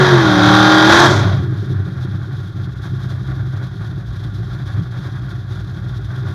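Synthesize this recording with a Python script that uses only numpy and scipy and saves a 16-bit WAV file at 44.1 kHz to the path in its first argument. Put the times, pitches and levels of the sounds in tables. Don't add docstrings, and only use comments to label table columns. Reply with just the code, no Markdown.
import sys
import numpy as np
from scipy import signal
from scipy.fft import rfft, irfft
from scipy.io import wavfile
from scipy.ndimage import uniform_filter1d

SR = 44100
rng = np.random.default_rng(int(sys.argv[2]) if len(sys.argv) > 2 else 0)


def digitize_waveform(pressure):
    field = np.atleast_2d(pressure).T
    bounded = np.clip(field, -1, 1)
    quanta = np.round(bounded * 32767).astype(np.int16)
    wavfile.write(sys.argv[1], SR, quanta)


N = 279594
T = np.arange(N) / SR

# time_s, firings_hz
BURNOUT_SPEED = [(0, 378), (.14, 354), (.3, 305), (.39, 297.5), (.58, 310), (.83, 314.5), (.9, 325),
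                 (1.0, 347), (1.06, 354), (1.12, 338)]
# time_s, firings_hz
IDLE_SPEED = [(2.6, 60), (3.4, 64.03), (3.7, 59.88), (4.2, 58.82), (4.65, 61.4), (5.0, 60.5), (5.35, 62.52),
              (5.7, 59.5), (6.0, 59.37), (6.34, 66)]
# multiple_of_eight_cylinder_cycle, relative_level_db
EXHAUST_ORDERS = [(1, -31), (2, -22), (3, -8), (4, -22), (5, -6), (6, -21), (7, -23), (8, 0), (9, -15),
                  (10, -15), (11, -19), (12, -29), (13, -22), (14, -20), (15, -13), (16, -16), (17, -19),
                  (18, -18), (19, -20), (20, -11), (21, -10), (22, -19), (23, -20), (24, -21), (25, -12),
                  (26, -23), (27, -19), (28, -13), (29, -17), (30, -12), (31, -17), (32, -19), (33, -23),
                  (34, -21), (35, -17), (36, -8), (37, -14), (38, -10), (39, -17), (40, -20), (41, -11),
                  (42, -19), (43, -20), (44, -20), (45, -20), (46, -20)]
# strength_db, extra_path_to_cabin_s
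CYLINDERS = [(0, 0.00063), (-1.5, 0), (-4, 0), (-7, 0.0016), (-1, 0.00057), (-7.5, 0.00099), (-14, 0.0015),
             (-4, 0)]
# time_s, share_of_rasp_power_that_is_clean_tone (0-1)
EVENNESS = [(0, .55), (.33, .4), (.52, .84), (.82, .84), (.9, .5), (1.04, .5), (1.12, .1)]
# time_s, rasp_level_db (each layer adds a small trim)
EFFORT = [(0.0, -12.5), (0.208, -15.5), (0.372, -14.5), (0.498, -10.5), (0.87, -10), (0.914, -6),
          (1.06, -9)]
# time_s, low_orders_db, firing_note_db (each gets a small trim)
LOW_TONES = [(0.0, -8, -11.5), (0.074, -18, -17), (0.136, -8.5, -9), (0.17, -8.5, -15.5),
             (0.236, -15.5, -15.5), (0.626, -13, -13.5), (0.722, -21, -13.5), (0.744, -20, -12),
             (1.12, -13, -17.5)]

# pitch_hz, level_db
ROAR_COLOUR = [(40, -18.5), (110, 2), (190, 3.5), (250, -4.5), (370, 4), (470, -11.5), (600, -1),
               (1100, -2.5), (1550, -1.5), (2100, -11.5), (2750, -19.5), (3500, -6), (4500, -17),
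               (6200, -22.5), (7800, -41), (11500, -38.5), (15000, -59)]
BOOM_COLOUR = [(20, -45), (45, -14), (70, -18), (84, -8), (100, 4), (128, -1.5), (160, -8.5), (185, -5),
               (222, -22), (300, -45.5), (440, -39.5), (800, -90), (4000, -110)]
BURBLE_COLOUR = [(30, -60), (200, -26), (260, -8), (300, 0), (345, -1), (390, -1), (440, -17), (700, -40),
                 (4000, -100)]
CLATTER_COLOUR = [(200, -9.5), (450, -13), (730, -0.5), (930, -7.5), (1450, 0.5), (1720, -2), (2100, -10.5),
                  (2770, -17.5), (3550, -6), (4300, -15.5), (6000, -22.5), (7000, -28), (7600, -36),
                  (10000, -32), (14300, -37.5)]
DRONE_COLOUR = [(40, -0.5), (130, 1.5), (195, 1), (222, -11), (280, -9)]
# pitch_hz, level_db
SNARL_COLOUR = [(420, 0), (585, -2.5), (760, 4), (1000, 0.5), (1400, -0.5), (1800, -2)]
# pitch_hz, width_hz, gain_db
CABIN_RESONANCES = [(100.9, 4.4, 4.5), (130.64, 12.3, 9.5), (304, 48, 2.5), (547, 56, 6.5), (1127, 90, 5.5),
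                    (1316, 29, -12), (1405, 99, 5.5), (1631, 48, 4), (2970, 340, -5), (3273, 65, 7),
                    (5190, 30, 2)]
# pitch_hz, width_hz, gain_db
THROB_MODES = [(59.2, 6, 5), (97, 18, 17.5), (128.3, 7.6, 11.5), (250, 77, -17.5)]

# time_s, level_db
SCRUB_LEVEL = [(.75, -49), (1.0, -26), (1.2, -39), (1.45, -85)]
# peak_s, boom_db, pipe_burble_db
LUMPS = [(1.115, -24, -20.5), (1.19, -14, -30), (1.275, -13, -34), (1.36, -13.5, -43), (1.45, -26, -34),
         (1.71, -20.5, -30.5), (2.15, -21, -51), (2.6, -21, -54), (2.94, -21.5, -46), (3.18, -23.5, -45),
         (3.31, -24, -39), (3.43, -19, -46), (3.58, -23, -39), (4.4, -24, -39), (4.78, -16, -40),
         (6.28, -23.5, -38.5)]
# peak_s, level_db
CHUFFS = [(2.024, -41), (2.849, -39), (3.02, -43), (3.105, -40), (3.311, -37), (3.567, -40.5),
          (3.631, -40.5), (3.834, -39.5), (4.539, -39.5), (4.693, -39), (4.778, -40), (4.957, -39),
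          (5.058, -37.5), (5.16, -41.5), (5.301, -39), (5.553, -41), (6.116, -39.5), (6.18, -39.5),
          (6.284, -35.5)]
# middle_s, depth_db
STUMBLES = [(2.52, 4), (2.75, 3), (3.71, 2.5), (4.06, 3.5), (4.33, 1.5), (4.9, 1.5), (5.23, 1.5), (5.43, 2),
            (5.69, 1.5), (6.03, 1.5)]

SHUT_S, CLOSING_S = 1.074, 0.079
DROP_S, COAST_S, COAST_SHARE = .065, .49, .5
RASP_STEP_DB, RASP_STEP_S, RASP_FADE_DB_PER_S = 4, 0.0071, 56.5
BOOM_DB, BOOM_DB_PER_OCTAVE = -24, 4.5
BURBLE_DB, BURBLE_DB_PER_OCTAVE = -41.5, 8.5
CHUFF_DB, CHUFF_DB_PER_OCTAVE = -42, 2.5
TICK_DB, TICK_DB_PER_OCTAVE = -40, 2
THROB_DB, THROB_DB_PER_OCTAVE, THROB_OCTAVE_DB = -40.5, 5, -39
TICK_CHUFF_SHARE, TICK_LOPE_SHARE = 0.31, 0.85
LOPE_HZ, LOPE_WANDER_TURNS = 11.3, .2
BOOM_LOPE_DB, BURBLE_LOPE_DB, CHUFF_LOPE_DB = 1.3, 1.9, 1.5
LUMP_RISE_S, LUMP_FALL_S = 0.024, 0.023
CHUFF_RISE_S, CHUFF_FALL_S = 0.017, 0.023
STUMBLE_S = 0.032
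EDGE_HZ = 14800


def amp(db):
    return 10 ** (np.asarray(db) / 20)


def evened(x):
    return x / np.sqrt(np.mean(x ** 2) + 1e-20)


def steadied(x, span_s):
    size = max(int(span_s * SR), 8)
    power = uniform_filter1d(uniform_filter1d(x ** 2, size), size)
    return x / np.sqrt(abs(power) + 1e-12)


def curve(rows, column=1):
    rows = np.array(rows, float)
    return np.interp(T, rows[:, 0], rows[:, column])


def drift(hz):
    f = np.fft.rfftfreq(N, 1 / SR)
    return evened(irfft(rfft(rng.standard_normal(N)) * np.exp(-(f / hz) ** 2), N))


def swell(peak_s, rise_s, fall_s):
    width_s = np.where(T < peak_s, rise_s, fall_s)
    return np.exp(-.5 * np.minimum(((T - peak_s) / width_s) ** 2, 100))


def cabin(x, colour):
    size = 16384
    f = np.fft.rfftfreq(size, 1 / SR)
    hz, level_db = np.transpose(colour)
    db = np.interp(np.log(f + 1), np.log(hz), level_db)
    for centre_hz, width_hz, gain_db in CABIN_RESONANCES:
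        db = db + gain_db / (1 + (2 * (f - centre_hz) / width_hz) ** 2)
    cepstrum = irfft(np.log(amp(db)))
    cepstrum[1:size // 2] *= 2
    cepstrum[size // 2 + 1:] = 0
    response = irfft(np.exp(rfft(cepstrum)))[:size // 2]
    return signal.oaconvolve(x, response)[:N]


def echoes(x, t60_s, wet_db):
    t = np.arange(SR // 5) / SR
    hits = rng.random(len(t)) < .05
    taps = rng.standard_normal(len(t)) * hits * amp(-60 * t / t60_s)
    return x + amp(wet_db) * signal.oaconvolve(x, taps / np.linalg.norm(taps))[:N]


def throttle():
    return np.clip(1 - (T - SHUT_S) / CLOSING_S, 0, 1)


def speed():
    age, idle = np.maximum(T - BURNOUT_SPEED[-1][0], 0), curve(IDLE_SPEED)
    coasting = COAST_SHARE * np.exp(-age / COAST_S)
    dropping = (1 - COAST_SHARE) * np.exp(-age / DROP_S)
    return idle + (curve(BURNOUT_SPEED) - idle) * (coasting + dropping)


def revs():
    return np.log2(speed() / curve(IDLE_SPEED))


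def crank():
    return np.cumsum(speed() * (1 + .002 * drift(40))) / SR


def rasp_db():
    age = np.maximum(T - SHUT_S, 0)
    step_db = RASP_STEP_DB * np.minimum(age / RASP_STEP_S, 1)
    return curve(EFFORT) - step_db - RASP_FADE_DB_PER_S * age


def lope(depth_db):
    wave = np.sin(2 * np.pi * (LOPE_HZ * T + LOPE_WANDER_TURNS * drift(5.3)))
    flutter = evened(wave + .5 * drift(22))
    sag_db = sum(db * swell(s, STUMBLE_S, STUMBLE_S) for s, db in STUMBLES)
    return depth_db * flutter - sag_db


def pulses(firings, pattern, scatter_db, jitter_s):
    at = np.flatnonzero(np.diff(np.floor(firings)) > 0)
    cylinder = firings[at + 1].astype(int) % len(CYLINDERS)
    strength_db, path_s = np.array(CYLINDERS)[cylinder].T
    burn, late = rng.standard_normal((len(at), 2)).T
    delay = np.round((path_s + jitter_s * late) * SR).astype(int)
    place = np.clip(at + delay, 0, N - 1)
    level_db = pattern * strength_db + scatter_db * np.clip(burn, -2, 1.5)
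    return np.bincount(place, amp(level_db), N)


def puffs(train, decay_s, steady):
    gate = signal.lfilter([1], [1, -np.exp(-1 / (decay_s * SR))], train)
    return (steadied(gate, 0.037) + steady) * rng.standard_normal(N)


def scrub():
    band = signal.butter(2, [4500, 6800], "band", fs=SR, output="sos")
    hiss = signal.sosfilt(band, rng.standard_normal(N))
    return evened(hiss) * amp(curve(SCRUB_LEVEL) + 2 * drift(80))


def clatter(firings):
    steady_power = amp(CHUFF_DB + CHUFF_DB_PER_OCTAVE * revs() + lope(CHUFF_LOPE_DB)) ** 2
    chuff_power = sum(amp(db) ** 2 * swell(s, CHUFF_RISE_S, CHUFF_FALL_S) for s, db in CHUFFS)
    power = steady_power + chuff_power

    train = pulses(firings, pattern=0.52, scatter_db=7.0, jitter_s=.0025)
    gas = puffs(train, decay_s=0.021, steady=0.91)
    chuffs = steadied(cabin(gas, CLATTER_COLOUR), 0.035) * np.sqrt(power)

    valves = pulses(2 * firings, pattern=0.35, scatter_db=6.5, jitter_s=0.00082)
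    ticks = steadied(cabin(puffs(valves, decay_s=0.0072, steady=3.2), CLATTER_COLOUR), 0.043)
    tick_db = TICK_DB + TICK_DB_PER_OCTAVE * revs()
    tick_db = tick_db + TICK_LOPE_SHARE * lope(CHUFF_LOPE_DB) + 1.7 * drift(36)
    ticks = ticks * amp(tick_db) * (power / steady_power) ** TICK_CHUFF_SHARE

    low_pass = signal.butter(3, 2700, fs=SR, output="sos")
    middle = amp(0.34) * signal.sosfiltfilt(low_pass, chuffs)
    treble = ticks - signal.sosfiltfilt(low_pass, ticks)
    return middle + treble


def afterfire(start_s, level_db, pitch_hz, decay_s):
    age = np.maximum(T - start_s, 0) / decay_s
    band = signal.butter(2, [0.77 * pitch_hz, 1.06 * pitch_hz], "band", fs=SR, output="sos")
    noise = signal.sosfilt(band, rng.standard_normal(N))
    return evened(noise) * amp(level_db) * age * np.exp(1 - age)


def throb(firings):
    def cabin_db(hz):
        return sum(db / (1 + (2 * (hz - centre) / width) ** 2) for centre, width, db in THROB_MODES)
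    turns, hz = firings + 0.052 * drift(5.6), speed()
    note_db = THROB_DB + THROB_DB_PER_OCTAVE * revs() + cabin_db(hz) + 4.1 * drift(8.9)
    octave_db = THROB_OCTAVE_DB + cabin_db(2 * hz) + lope(BOOM_LOPE_DB)
    note = evened(np.sin(2 * np.pi * turns)) * amp(note_db)
    octave = evened(np.sin(2 * np.pi * 2 * turns)) * amp(octave_db)
    return (note + octave) * (1 - throttle())


def boom(firings):
    train = pulses(firings, pattern=0.75, scatter_db=1.5, jitter_s=.0017)
    gas = evened(puffs(train, decay_s=0.011, steady=0.21))
    drive = steadied(train, 0.04) + 1.06 * gas
    thump_power = amp(BOOM_DB + BOOM_DB_PER_OCTAVE * revs() + lope(BOOM_LOPE_DB)) ** 2
    burble_power = amp(BURBLE_DB + BURBLE_DB_PER_OCTAVE * revs() + lope(BURBLE_LOPE_DB)) ** 2
    for peak_s, thump_db, burble_db in LUMPS:
        lump = swell(peak_s, LUMP_RISE_S, LUMP_FALL_S)
        thump_power = thump_power + amp(thump_db) ** 2 * lump
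        burble_power = burble_power + amp(burble_db) ** 2 * lump
    thump = steadied(cabin(drive, BOOM_COLOUR), 0.029) * np.sqrt(thump_power)
    burble = steadied(cabin(drive, BURBLE_COLOUR), 0.37) * np.sqrt(burble_power)
    return (thump + burble) * np.sqrt(1 - throttle() ** 2)


def roar(firings):
    even = curve(EVENNESS)
    train = pulses(firings, pattern=1, scatter_db=2, jitter_s=.00005)
    gas = steadied(puffs(train, decay_s=0.0068, steady=1.0), 0.047)
    cracks = pulses(firings, pattern=0.71, scatter_db=3.5, jitter_s=.00001)
    high_pass = signal.butter(3, 1700, "high", fs=SR, output="sos")
    fronts = signal.sosfilt(high_pass, echoes(cracks, t60_s=0.18, wet_db=10.0))
    drive = np.sqrt(1 - even) * gas + np.sqrt(even) * steadied(fronts, .1)
    unit = np.std(cabin(gas, ROAR_COLOUR))
    fade = np.interp(T, [1.33, 1.5], [1, 0])
    return cabin(drive, ROAR_COLOUR) / unit * amp(rasp_db() + 1.65) * fade


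def exhaust_tone(firings):
    order, level_db = np.transpose(EXHAUST_ORDERS)
    group = (order >= 8).astype(int) + (order > 10)
    cycle = firings / len(CYLINDERS) + 0.00035 * drift(56)
    tone = np.zeros((3, N))
    for k, db, g, start in zip(order, level_db, group, rng.random(len(order))):
        tone[g] += amp(db) * np.cos(2 * np.pi * (k * cycle + start))
    drone = steadied(cabin(tone[0], DRONE_COLOUR), 0.034) * amp(curve(LOW_TONES, column=1) - 1.6)
    note = evened(tone[1]) * amp(curve(LOW_TONES, column=2) + 0.93)
    snarl = cabin(echoes(tone[2], t60_s=.1, wet_db=-12), SNARL_COLOUR)
    snarl = steadied(snarl, .1) * amp(rasp_db() - 1) * np.sqrt(curve(EVENNESS))
    return (drone + note + snarl) * throttle()


def scene():
    firings = crank()
    idling = clatter(firings) + throb(firings) + boom(firings)
    loaded = scrub() + roar(firings) + exhaust_tone(firings)
    pop = afterfire(start_s=1.31, level_db=-26, pitch_hz=656, decay_s=0.01)
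    return (idling + pop + loaded)[None]


def record(dry):
    clipped = dry / (1 + dry ** 12) ** (1 / 12)
    low_pass = signal.firwin(255, EDGE_HZ, window=("kaiser", 8), fs=SR)
    return signal.oaconvolve(clipped, low_pass[None], "same")


dry = scene()
out = record(dry)
digitize_waveform(out)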